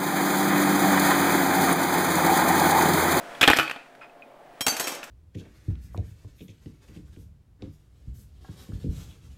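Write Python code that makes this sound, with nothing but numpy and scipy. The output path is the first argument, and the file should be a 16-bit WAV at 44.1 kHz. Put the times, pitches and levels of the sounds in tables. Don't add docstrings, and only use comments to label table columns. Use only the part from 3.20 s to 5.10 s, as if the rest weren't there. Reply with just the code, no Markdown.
import sys
import numpy as np
from scipy import signal
from scipy.fft import rfft, irfft, next_fast_len
from scipy.io import wavfile

SR = 44100
rng = np.random.default_rng(int(sys.argv[2]) if len(sys.argv) > 2 else 0)


def store_wav(level_fs):
    pcm = np.round(np.clip(np.atleast_2d(level_fs), -1, 1) * 32767)
    wavfile.write(sys.argv[1], SR, pcm.T.astype(np.int16))


N = 83790


def amp(db):
    return 10 ** (np.asarray(db) / 20)


def unit(x):
    return x / np.sqrt(np.mean(x ** 2) + 1e-20)


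def along(points, hz):
    freq_hz, value = np.transpose(points)
    return np.interp(np.log(hz + 1), np.log(freq_hz + 1), value)


def noise(colour):
    spectrum = rfft(rng.standard_normal(N))
    gain = amp(along(colour, np.fft.rfftfreq(N, 1 / SR)))
    return unit(irfft(spectrum * gain, N))


def fade(t60):
    return np.exp(-np.log(1000) * np.arange(N) / SR / t60)


def tone(hz, turn=0):
    return np.sin(2 * np.pi * (hz * np.arange(N) / SR + turn))


def burst(colour, t60):
    shape = fade(t60) * (1 - fade(0.003))
    return unit(noise(colour) * shape) * np.sqrt(np.mean(shape ** 2))


WANDER_TURNS, WANDER_PER_S = 0.019, 110


def ring(modes, count=512):
    knots = np.arange(N) / SR * WANDER_PER_S
    out = np.zeros(N)
    for hz, db, t60 in modes:
        wander = WANDER_TURNS * np.interp(knots, np.arange(count), rng.standard_normal(count))
        strength = amp(db + rng.standard_normal())
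        out += strength * tone(hz, rng.random() + wander) * fade(t60)
    return out


def add(track, s, sound):
    i = max(round(s * SR), 0)
    track[i:] += sound[:N - i]


# freq_hz, t60_s
ROOM_DECAY = [(100, 0.17), (350, 0.48), (1000, 0.41), (2500, 0.36), (5000, 0.32), (14000, 0.11)]
ROOM_BUILD_S = 0.04


def room(x, level):
    hz, t, grains = signal.stft(rng.standard_normal(SR), SR, nperseg=256)
    t60 = along(ROOM_DECAY, hz)[:, None]
    shape = np.exp(-np.log(1000) * t / t60) * (1 - np.exp(-t / ROOM_BUILD_S))
    shape = shape / np.sqrt(SR * np.mean(shape ** 2, axis=1, keepdims=True))
    gain = amp(along(level, hz))[:, None]
    tail = signal.istft(grains * shape * gain, SR, nperseg=256)[1]
    return signal.fftconvolve(x, tail)[:N]


# freq_hz, density_db
RUSH_COLOUR = [(25, -6), (50, -30.5), (95, -31), (135, -9), (200, -13.5), (270, -7.5), (420, -7.5),
               (560, -4), (700, -1), (1020, -11), (2100, -20.5), (3200, -26), (6000, -38), (15000, -40)]
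# time_s, level_db
RUSH_LEVEL = [(0, -43.5), (.2, -45.5), (.45, -53), (.7, -54.5), (1.05, -51.5), (1.4, -52), (1.9, -52.5)]
# freq_hz, level_db relative to the rush
HUM_TONES = [(262, -15), (571, -9), (693, -4)]
# freq_hz, density_db
HISS_COLOUR = [(300, -15.5), (1500, 5.5), (2800, -5), (5000, -13.5), (9000, -17), (15000, -30)]
# time_s, level_db
HISS_CURVE = [(0, -47.5), (.18, -45.5), (.6, -55.5), (1.1, -70.5), (1.38, -57.5), (1.9, -50.5)]


def level_curve(points):
    return amp(np.interp(np.arange(N) / SR, *np.transpose(points)))


def room_noise():
    rush = noise(RUSH_COLOUR)
    for hz, db in HUM_TONES:
        rush += amp(db) * tone(hz, rng.random())
    return level_curve(RUSH_LEVEL) * rush + level_curve(HISS_CURVE) * noise(HISS_COLOUR)


# centre pitch_hz, level_db, t60_s
BODY_MODES = [(272, -2, 0.055), (468, -5, 0.037), (700.5, -1, 0.038), (809, -0.5, 0.05)]
# freq_hz, density_db
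THUMP_COLOUR = [(20, -11), (60, -3.5), (130, 7), (250, -1), (600, -22), (2000, -49.5)]
THUMP_DB, BODY_DB, THUMP_T60_S = -7.5, -3, 0.029


def body(thump_db, hollow_db):
    hollow = np.zeros(N)
    for hz, db, t60 in BODY_MODES:
        shifted_hz = hz * (1 + 0.029 * rng.standard_normal())
        hollow += amp(db) * tone(shifted_hz) * fade(t60)
    hollow *= 1 - fade(0.0094)
    puff = burst(THUMP_COLOUR, THUMP_T60_S)
    return amp(THUMP_DB + thump_db) * puff + amp(BODY_DB + hollow_db) * hollow


# thump_db, hollow_db, scrape_db (bright), ring_db (bucket wall)
HOOK_KNOCKS = [(0.15, -38, 3270, -16, -4, -11.5, 2.5), (0.2112, -18.5, 3070, -8.5, -20, 5, -4.5),
               (0.2144, -10.5, 3393, -11, -23, -7, -6), (.226, -18.5, 2380, -12.5, -9, 1, -8.5),
               (0.2301, -8, 2490, -21, -9.5, -10, -6.5), (0.2369, -7, 2555, -32, -44, -15.5, -12.5),
               (0.2426, -16, 2850, -22.5, -31, -9.5, -7.5), (0.252, -18.5, 2400, -25, -5.5, -20, -4.5),
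               (0.2765, -7, 3240, -5.5, 2.5, -2.5, -10.5), (0.2831, -8.5, 1740, -17, -8, -16.5, 1.5),
               (0.2903, -14, 2585, -6, -5, -19.5, -6.5), (0.3, -8, 2505, -2.5, 2, -7.5, -3.5),
               (0.313, -15, 2640, -30, -3, -6.5, -10.5), (0.333, -11, 1890, -44, -14.5, -13.5, -11.5),
               (0.364, -24, 2270, -6, 3.5, 1.5, 4), (0.3698, -26.5, 2080, -12, -27, 11.5, 10),
               (0.3868, -12, 2510, -5, -3.5, -6.5, 1.5), (.397, -15.5, 1400, -35.5, -14, -8.5, 9.5),
               (.41, -23.5, 1240, -25, -24, -11.5, -7.5), (0.43, -26.5, 2480, -25, -27, -5.5, -2.5),
               (0.478, -27, 2400, -25, -28, -12, -23.5), (0.4968, -23.5, 2420, -41, -20.5, -12, -7),
               (.511, -22.5, 2596, -34, -23, -10, -5.5), (.561, -35.5, 1530, -24, 4, -16.5, -3),
               (0.7509, -48.5, 1610, -15.5, -15, -4.5, -6.5), (1.83, -32.5, 2620, -37, -35, -4, -3)]
# pitch_hz, level_db
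WALL_MODES = [(145, -12.5), (255, -15), (321, -4), (780, -17), (1130, -4.5), (1285, 2), (1373, 1.5),
              (1475, 2.5), (1808, -7.5), (1846, -2.5), (2229, -2.5), (2425, 4), (2550, 4), (2955, 1.5)]
# freq_hz, density_db
PLASTIC_COLOUR = [(60, -40), (250, -1.5), (750, 1.5), (1050, -1), (1500, 7), (2600, -0.5), (3600, -2.5),
                  (4800, -15.5), (9000, -40), (15000, -45)]
# freq_hz, density_db
SCRAPE_COLOUR = [(500, -13), (3000, 3.5), (5000, 2.5), (8000, 0), (10500, -5), (13000, -1.5),
                 (15500, -12.5)]
# freq_hz, level_db
KNOCK_ROOM_LEVEL = [(60, -37), (300, -15), (1500, -12), (3000, -12), (6000, -11), (14000, -8)]
KNOCK_DB, BUCKET_DB, SPOT_DB, SCRAPE_DB = -0.5, -23, 5, -5
KNOCK_T60_S, SPOT_T60_S, SCRAPE_T60_S = 0.032, 0.016, 0.038
BUCKET_T60_S, BUCKET_DAMPING = 0.21, 0.13


def bucket_knocks():
    out = np.zeros(N)
    wall_modes = [(hz, db, BUCKET_T60_S * (1000 / hz) ** BUCKET_DAMPING) for hz, db in WALL_MODES]
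    for s, db, hz, thump_db, hollow_db, scrape_db, ring_db in HOOK_KNOCKS:
        crack = amp(KNOCK_DB) * burst(PLASTIC_COLOUR, KNOCK_T60_S)
        wall = amp(BUCKET_DB + ring_db) * ring(wall_modes)
        spot = amp(SPOT_DB) * tone(hz) * fade(SPOT_T60_S) * (1 - fade(0.002))
        scrape = amp(SCRAPE_DB + scrape_db) * burst(SCRAPE_COLOUR, SCRAPE_T60_S)
        hit = amp(db) * (crack + wall + spot + scrape + body(thump_db, hollow_db))
        add(out, s, hit + room(hit, KNOCK_ROOM_LEVEL))
    return out


# start_s, level_db
WIRE_SPRINGS = [(0.3339, -33.5), (.396, -35.5)]
# pitch_hz, level_db, t60_s
HELD_WIRE_MODES = [(4495, -7, 0.39), (5160, -4.5, 0.18), (3120, -5, .25), (12650, -8.5, .2)]


def held_wire():
    out = np.zeros(N)
    for s, db in WIRE_SPRINGS:
        add(out, s, amp(db) * ring(HELD_WIRE_MODES))
    return out + room(out, KNOCK_ROOM_LEVEL)


# start_s, level_db, pitch_hz, t60_s
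RIM_TAPS = [(0.814, -41.5, 1356, 0.13), (0.811, -45, 2500, 0.071), (.833, -43.5, 2500, 0.1),
            (.818, -62, 5023, 0.2), (0.61, -61, 2800, 0.36), (.896, -45.5, 2550, 0.033),
            (1.0222, -34, 2500, 0.021), (1.026, -41, 2460, 0.058)]
TAP_RISE_S = 0.0025


def rim_taps(room_db=-23):
    out = np.zeros(N)
    for s, db, hz, t60 in RIM_TAPS:
        add(out, s, amp(db) * tone(hz) * fade(t60) * (1 - fade(TAP_RISE_S)))
    return out + room(out, [(2000, room_db)])


# freq_hz, density_db
SLIDE_COLOUR = [(300, -12.5), (900, 1), (1350, 2), (1900, 0), (2500, 0), (3300, -9.5), (5200, -28.5),
                (8000, -29), (15000, -44.5)]
SLIDE_S, SLIDE_DB = 0.813, -48
SLIDE_RISE_S, SLIDE_HOLD_S, SLIDE_T60_S = 0.0025, 0.031, 0.13
SLIPS_PER_S, SLIP_DB = 327, 1


def rim_slide(count=1024):
    since = np.maximum(np.arange(N) / SR - SLIDE_S, 0)
    rise = 1 - np.exp(-since / SLIDE_RISE_S)
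    decay = np.exp(-np.log(1000) * np.maximum(since - SLIDE_HOLD_S, 0) / SLIDE_T60_S)
    friction = np.interp(since * SLIPS_PER_S, np.arange(count), rng.standard_normal(count))
    slips = amp(SLIP_DB * friction)
    return amp(SLIDE_DB) * rise * decay * slips * noise(SLIDE_COLOUR)


HOOK_FREE_S, HOOK_CAUGHT_S = 1.469, 1.514

# start_s, level_db, then ring_db (wire), thump_db, hollow_db
# (offsets from the base levels) and room_db (offset from the room curve)
WIRE_CONTACTS = [(1.408, -26.5, 11, 4.5, -24, -12.5), (1.414, -29.5, -4, -4, -26, -17),
                 (1.4653, -15, -22, -27, -3, -5.5), (1.481, -18, -4, -3, -6, -2.5),
                 (1.5231, -34, -12, -26, 8, 0.5), (1.566, -28, 2, -32, -22, 2.5),
                 (1.597, -21.5, -6, -29, -9.5, -4.5), (1.607, -25.5, 1, -18, -5.5, 1),
                 (1.641, -38, 15.5, -24, -13, -2), (1.671, -25, -4, -29, -4, 0.5),
                 (1.68, -27.5, -10, -25, -26, -1), (1.693, -35, 0, -49, -2, 0.5),
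                 (1.72, -34.5, -9, -17, 4, 2.5), (1.749, -36.5, 2, -27, -10, -6.5),
                 (1.838, -37, -17, -29, -26, -3)]
# pitch_hz, level_db, t60_s
RESTING_MODES = [(2347, -8, .26), (3203, 2, .22), (3973, -1, .12), (4608, -10, .09), (5496, -1, .3),
                 (6702, -5, .17), (7784, -2, .13), (9162, -9, .14), (10640, -3, .13), (11910, -13, .13),
                 (12430, -9, .15), (13870, -6, .14)]
# pitch_hz, level_db, t60_s
FREE_MODES = [(3203, -5, .45), (3984, -5, .2), (4204, -11, .25), (5497, 1, .18), (6503, -2, .22),
              (7962, -5, .2), (9162, -10, .15), (10540, -10, .17), (11500, -4, .2), (12670, -11, .2),
              (13890, -10, .2)]
# freq_hz, density_db
STEEL_COLOUR = [(80, -25.5), (300, -1.5), (750, 1.5), (1200, 1), (2500, 0), (4000, -5), (6000, -2.5),
                (8000, -2.5), (10000, -9), (14000, -7), (15500, -18)]
# freq_hz, level_db
CLINK_ROOM_LEVEL = [(60, -16), (300, 4.5), (800, 0.5), (1500, -2), (3000, -3.5), (6000, -4.5), (14000, -4)]
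CLINK_DB, WIRE_DB, CLINK_T60_S = 1.5, -16, 0.057


def wire_clinks():
    out = np.zeros(N)
    for s, db, ring_db, thump_db, hollow_db, room_db in WIRE_CONTACTS:
        modes = RESTING_MODES if s < HOOK_FREE_S else FREE_MODES
        bow = amp(WIRE_DB + ring_db) * ring(modes)
        clink = amp(CLINK_DB) * burst(STEEL_COLOUR, CLINK_T60_S) + bow
        answer = amp(room_db) * room(clink, CLINK_ROOM_LEVEL)
        add(out, s, amp(db) * (clink + body(thump_db, hollow_db) + answer))
    return out


# pitch_hz, level_db
HOOK_MODES = [(4595, 2), (6230, -3), (10610, -17), (12437, -13)]
HOOK_DB, HOOK_RISE_S = -20, 0.038
HOOK_T60_S, HOOK_CAUGHT_T60_S = 0.97, 0.026


def hook_ping(room_db=-8.0):
    t = np.arange(N) / SR
    since_caught = np.maximum(t - (HOOK_CAUGHT_S - HOOK_FREE_S), 0)
    caught = np.exp(-np.log(1000) * since_caught / HOOK_CAUGHT_T60_S)
    rise = 1 - np.exp(-t / HOOK_RISE_S)
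    ping = sum(amp(db) * tone(hz) for hz, db in HOOK_MODES) * fade(HOOK_T60_S) * rise * caught
    out = np.zeros(N)
    add(out, HOOK_FREE_S, amp(HOOK_DB) * (ping + room(ping, [(5000, room_db)])))
    return out


def scene():
    bucket = bucket_knocks() + rim_taps() + rim_slide()
    wire = held_wire() + wire_clinks() + hook_ping()
    return (room_noise() + bucket + wire)[None]


CEILING, TOP_HZ = 1.0, 15650


def record(dry):
    held = dry / (1 + np.abs(dry / CEILING) ** 6) ** (1 / 6)
    size = next_fast_len(N + SR // 2)
    in_band = np.fft.rfftfreq(size, 1 / SR) < TOP_HZ
    return irfft(rfft(held, size) * in_band, size)[..., :N]


dry = scene()
out = record(dry)
store_wav(out)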